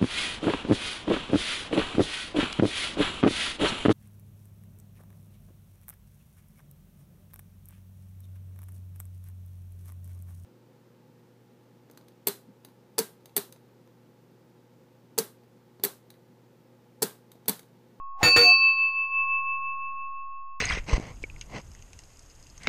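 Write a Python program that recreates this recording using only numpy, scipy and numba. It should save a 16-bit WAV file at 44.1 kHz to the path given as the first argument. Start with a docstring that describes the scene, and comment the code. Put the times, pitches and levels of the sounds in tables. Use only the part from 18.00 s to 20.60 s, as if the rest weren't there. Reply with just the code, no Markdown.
"""Two harsh clangs of a desk bell, then a ring that dips and swells again in a quiet room.
A palm slaps the plunger; the clapper strikes the steel dome going down and again springing back.
The dome's modes come in close pairs that beat. So near the microphone they overload the input,
which adds harshness and difference tones. The gain control ducks, holds, then recovers,
lifting the two lowest tones, which decay most slowly."""
import sys
import numpy as np
from scipy import signal
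from scipy.fft import rfft, irfft, next_fast_len
from scipy.io import wavfile
from scipy.ndimage import uniform_filter1d, minimum_filter1d
from numba import njit

SR = 44100
rng = np.random.default_rng(int(sys.argv[2]) if len(sys.argv) > 2 else 0)


def bounce(signal):
    """Save signal as a 16-bit WAV file at the path given by the first command-line argument."""
    frames = np.transpose(np.atleast_2d(signal))
    limited = np.clip(frames, -1, 1)
    pcm = np.round(limited * 32767).astype(np.int16)
    wavfile.write(sys.argv[1], SR, pcm)


N = 114660

# downstroke and rebound of the clapper: start_s, clatter_db, clatter_t60_s, thump_db, contact_s
CLAPPER_BLOWS = [(0.2304, -3.5, 0.19, -10, 0.027), (0.3628, -5, 0.22, -17.5, 0.016)]


def dome(t):
    """Modal vibration: each close pair of modes builds up, beats at its frequency split and decays."""
    # mode pairs: lower_hz, t60_s, split_hz, build_s,
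    # downstroke_lower_db, downstroke_upper_db, rebound_lower_db, rebound_upper_db
    mode_pairs = [ (1089.5, 6.18, 0.9, 0.002, -28, -49, -24.5, -44.5),
                  (2631, 2.36, 5.9, 0.0051, -5, -12.5, -2.97, -10),
                  (4547.4, 0.72, 6, 0.017, 5.5, -20.5, 9.5, -24),
                  (6853, 0.2, 7.4, 0.003, 8, -4.5, -1.5, 4.5), (9573, 0.22, 9, 0.012, -3.5, 10, 10.5, -6.5),
                  (12692, 0.1768, 17, 0.01, 5, -10.5, -7.5, 1.5)]
    # modes still sounding from an earlier blow: pitch_hz, t60_s, level_db
    earlier_ring = [(1095, 5, -42), (2630, 1.2, -72)]
    # slow waver of the lowest tone: time_s, gain_db
    waver_curve = [(0.55, -0.5), (0.85, -2), (1.05, -0.5), (1.3, -1.5), (1.75, 1.1), (2.1, 3.05),
                   (2.4, 3.9), (2.6, 3.5)]
    # when the pairs are in phase, for each blow: time_s
    in_phase_s = [0.22, 0.331]
    choke_s, bloom_share = 0.003, 0.7
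    hand_s, hand_db_per_s = 2.07, 11  # the returning hand damps the dome
    ring = sum(undb(db) * fade(t, t60) * np.sin(2 * np.pi * hz * t) for hz, t60, db in earlier_ring)
    waver = envelope(t, waver_curve)
    for blow, (start, *_) in enumerate(CLAPPER_BLOWS):
        age = t - start
        ring = ring * np.exp(-np.maximum(age, 0) / choke_s)  # a new blow stops the ring before it
        for mode, (hz, t60, split_hz, build_s, *levels_db) in enumerate(mode_pairs):
            lower, upper = undb(levels_db[2 * blow:2 * blow + 2])
            phase = 2 * np.pi * hz * age
            beat_phase = 2 * np.pi * split_hz * (t - in_phase_s[blow])
            pair = lower * np.sin(phase) + upper * np.sin(phase + beat_phase)
            bloom = 1 - bloom_share * np.exp(-np.maximum(age, 0) / build_s)
            ring = ring + pair * bloom * fade(age, t60) * (waver if mode == 0 else 1)
    return ring * undb(-hand_db_per_s * np.maximum(t - hand_s, 0))


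def clapper(t):
    """Impact excitation: each blow rattles the mechanism; the base thumps while the plunger bears on it."""
    spurts_per_s, spurt_depth_db, thump_fall_s = 590, 5.5, 0.006
    spurts = undb(spurt_depth_db * np.interp(t * spurts_per_s, np.arange(N), rng.standard_normal(N)))
    impacts = 0
    for start, clatter_db, t60, thump_db, contact_s in CLAPPER_BLOWS:
        age = t - start
        clatter = undb(clatter_db) * fade(age, t60) * spurts * mechanism_noise()
        push = (age >= 0) * np.exp(-np.maximum(age - contact_s, 0) / thump_fall_s)
        thump = undb(thump_db) * push * resonance(hz=110, width_hz=37)
        impacts = impacts + clatter + thump
    return impacts


def mechanism_noise():
    """Brief metal contacts spread their energy over a broad band; rms 1."""
    # spectrum of the clapper and its spring: frequency_hz, relative_db
    spectrum = [(60, -4.5), (300, -0.5), (900, 0), (2000, -1), (4000, -5), (8000, 1.5), (14000, -2.5),
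                (20000, -8.5)]
    return noise(spectrum)


def plunger(t):
    """Sliding friction: the stem rubs and rings in its guide, scraping harder up to the first blow."""
    # rubbing of the stem: time_s, level_db
    slide = [(0.135, -92), (0.16, -63), (0.182, -66), (0.199, -59), (0.216, -29.5), (0.23, -20.5),
             (0.3, -43), (0.55, -60.5), (0.8, -84)]
    scrape_db, rise_db_per_s = -25.5, 821
    rub = envelope(t, slide) * (t < slide[-1][0]) * resonance(hz=780, width_hz=110)
    lead_s = CLAPPER_BLOWS[0][0] - t
    scrape = (lead_s > 0) * undb(scrape_db - rise_db_per_s * np.abs(lead_s)) * mechanism_noise()
    return rub + scrape


def faint_tones(t):
    """Exponential fade: faint high tones and one soft low tone die away after the second clang."""
    # fading tones: pitch_hz, t60_s, level_db
    tones = [(870, 0.82, -46.5), (6300, 1.5, -53), (7181, 0.9, -44.5), (8100, 0.9, -46),
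             (9092, 0.55, -23.5)]
    age = t - CLAPPER_BLOWS[-1][0]
    return sum(undb(db) * fade(age, t60) * np.sin(2 * np.pi * hz * age) for hz, t60, db in tones)


def chain(t):
    """Decaying band noise: the chain shivers after the rebound."""
    age = t - CLAPPER_BLOWS[-1][0]
    return undb(-26.5) * fade(age, t60=0.71) * resonance(hz=8700, width_hz=2700)


def base_knocks(t):
    """Heavily damped resonance: the base knocks softly in the hand."""
    # contacts with the hand: start_s, pitch_hz, level_db
    knocks = [(0.464, 110, -33.5), (0.798, 454, -64), (1.095, 400, -56), (2.014, 816, -65)]
    return sum(undb(db) * fade(t - start, t60=0.065) * resonance(hz, width_hz=84)
               for start, hz, db in knocks)


def room(t):
    """Stationary noise: a steady low rumble fills the room."""
    # room spectrum: frequency_hz, relative_db
    spectrum = [(20, 6), (60, -0.5), (150, -10), (300, -27.5), (1000, -32), (2500, -36.5), (5000, -38),
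                (16000, -37.5)]
    return undb(-69.5) * noise(spectrum)


def hiss(t):
    """Amplitude-modulated noise: a faint hiss swells under the ring and falls away."""
    # hiss spectrum: frequency_hz, relative_db
    spectrum = [(50, 1), (250, -1), (700, -8), (1500, -9.5), (2600, -11), (4000, -25), (16000, -30.5)]
    # rise and fall of the hiss: time_s, level_db
    levels = [(0.1, -89), (0.55, -69), (1.1, -69.5), (1.4, -72.5), (1.95, -71.5), (2.25, -84), (2.6, -88)]
    return envelope(t, levels) * noise(spectrum)


def undb(db):
    """Decibels to amplitude ratio."""
    return 10 ** (np.asarray(db) / 20)


def envelope(t, points):
    """Amplitude along straight lines in decibels through (time_s, level_db) points."""
    return undb(np.interp(t, *np.array(points).T))


def fade(age, t60):
    """Exponential decay from age 0, falling 60 dB in t60 seconds."""
    return (age >= 0) * np.exp(-np.log(1000) * np.maximum(age, 0) / t60)


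def colour(x, points):
    """Minimum-phase filter through (frequency_hz, gain_db) points."""
    size = next_fast_len(len(x) + 8192) // 2 * 2
    hz, db = np.array(points, float).T
    bin_hz = np.maximum(np.arange(size // 2 + 1) * SR / size, 1)
    gain = undb(np.interp(np.log(bin_hz), np.log(hz), db))
    cepstrum = irfft(np.log(gain))
    cepstrum[1:size // 2] *= 2  # folding onto positive time makes the filter causal
    cepstrum[size // 2 + 1:] = 0
    return irfft(rfft(x, size) * np.exp(rfft(cepstrum)))[:len(x)]


def noise(points):
    """White noise filtered to a given spectrum; rms 1."""
    x = colour(rng.standard_normal(N), points)
    return x / x.std()


def resonance(hz, width_hz):
    """Random excitation of two like resonators in series; rms 1."""
    b, a = signal.iirpeak(hz, hz / width_hz, fs=SR)
    x = signal.lfilter(b, a, signal.lfilter(b, a, rng.standard_normal(N)))
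    return x / x.std()


def overload(x):
    """Nonlinear distortion: off-centre clipping and a square law add harmonics and difference tones."""
    oversample, offset, square_share = 4, 0.0075, 0.0057
    clipped = np.clip(signal.resample_poly(x + offset, oversample, 1), -1, 1)
    return signal.resample_poly(clipped + square_share * clipped ** 2, 1, oversample)


@njit
def duck(over_db, hold_samples, recover_db_per_sample):
    """Peak hold: the cut in decibels jumps to each overshoot, holds, then recovers at a steady rate."""
    cut_db, cut, wait = np.zeros(len(over_db)), 0., 0.
    for i in range(len(over_db)):
        wait -= 1
        if over_db[i] > 0 and over_db[i] >= cut - .1:
            cut, wait = max(cut, over_db[i]), hold_samples
        elif wait < 0:
            cut = max(cut - recover_db_per_sample, 0.)
        cut_db[i] = cut
    return cut_db


def gain_control(x):
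    """Look-ahead limiting: the gain falls smoothly just before each loud peak."""
    ceiling_db, makeup_db = -7.5, 1.22
    hold_s, recover_db_per_s, window_s = 0.52, 57.5, 0.036
    peak_db = 20 * np.log10(np.clip(np.abs(x), 1e-6, 1))
    cut_db = duck(peak_db + makeup_db - ceiling_db, hold_s * SR, recover_db_per_s / SR)
    window = int(window_s * SR)
    lowest_db = minimum_filter1d(makeup_db - cut_db, window)
    return undb(uniform_filter1d(lowest_db, window))


def scene():
    """Superposition of bell, mechanism, faint tones, room and hiss; 1 is the overload point."""
    t = np.arange(N) / SR
    foreground = dome(t) + clapper(t) + plunger(t) + faint_tones(t) + chain(t) + base_knocks(t)
    return (foreground + room(t) + hiss(t))[None]


def record(dry):
    """Stages in cascade: the input clips, the treble is softened, the gain ducks and the top is cut."""
    # frequency response after the overload: frequency_hz, gain_db
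    response = [(30, 2.5), (300, 3), (1000, 4.5), (2600, 1), (4500, -6.5), (6500, -12.5), (9000, -21),
                (10700, -29), (12000, -22), (15500, -18.5)]
    top_hz = 15650
    ducked = colour(overload(dry[0]), response) * gain_control(dry[0])
    lowpass = signal.ellip(10, .2, 80, top_hz, fs=SR, output="sos")
    return signal.sosfilt(lowpass, ducked)[None]


dry = scene()
out = record(dry)
bounce(out)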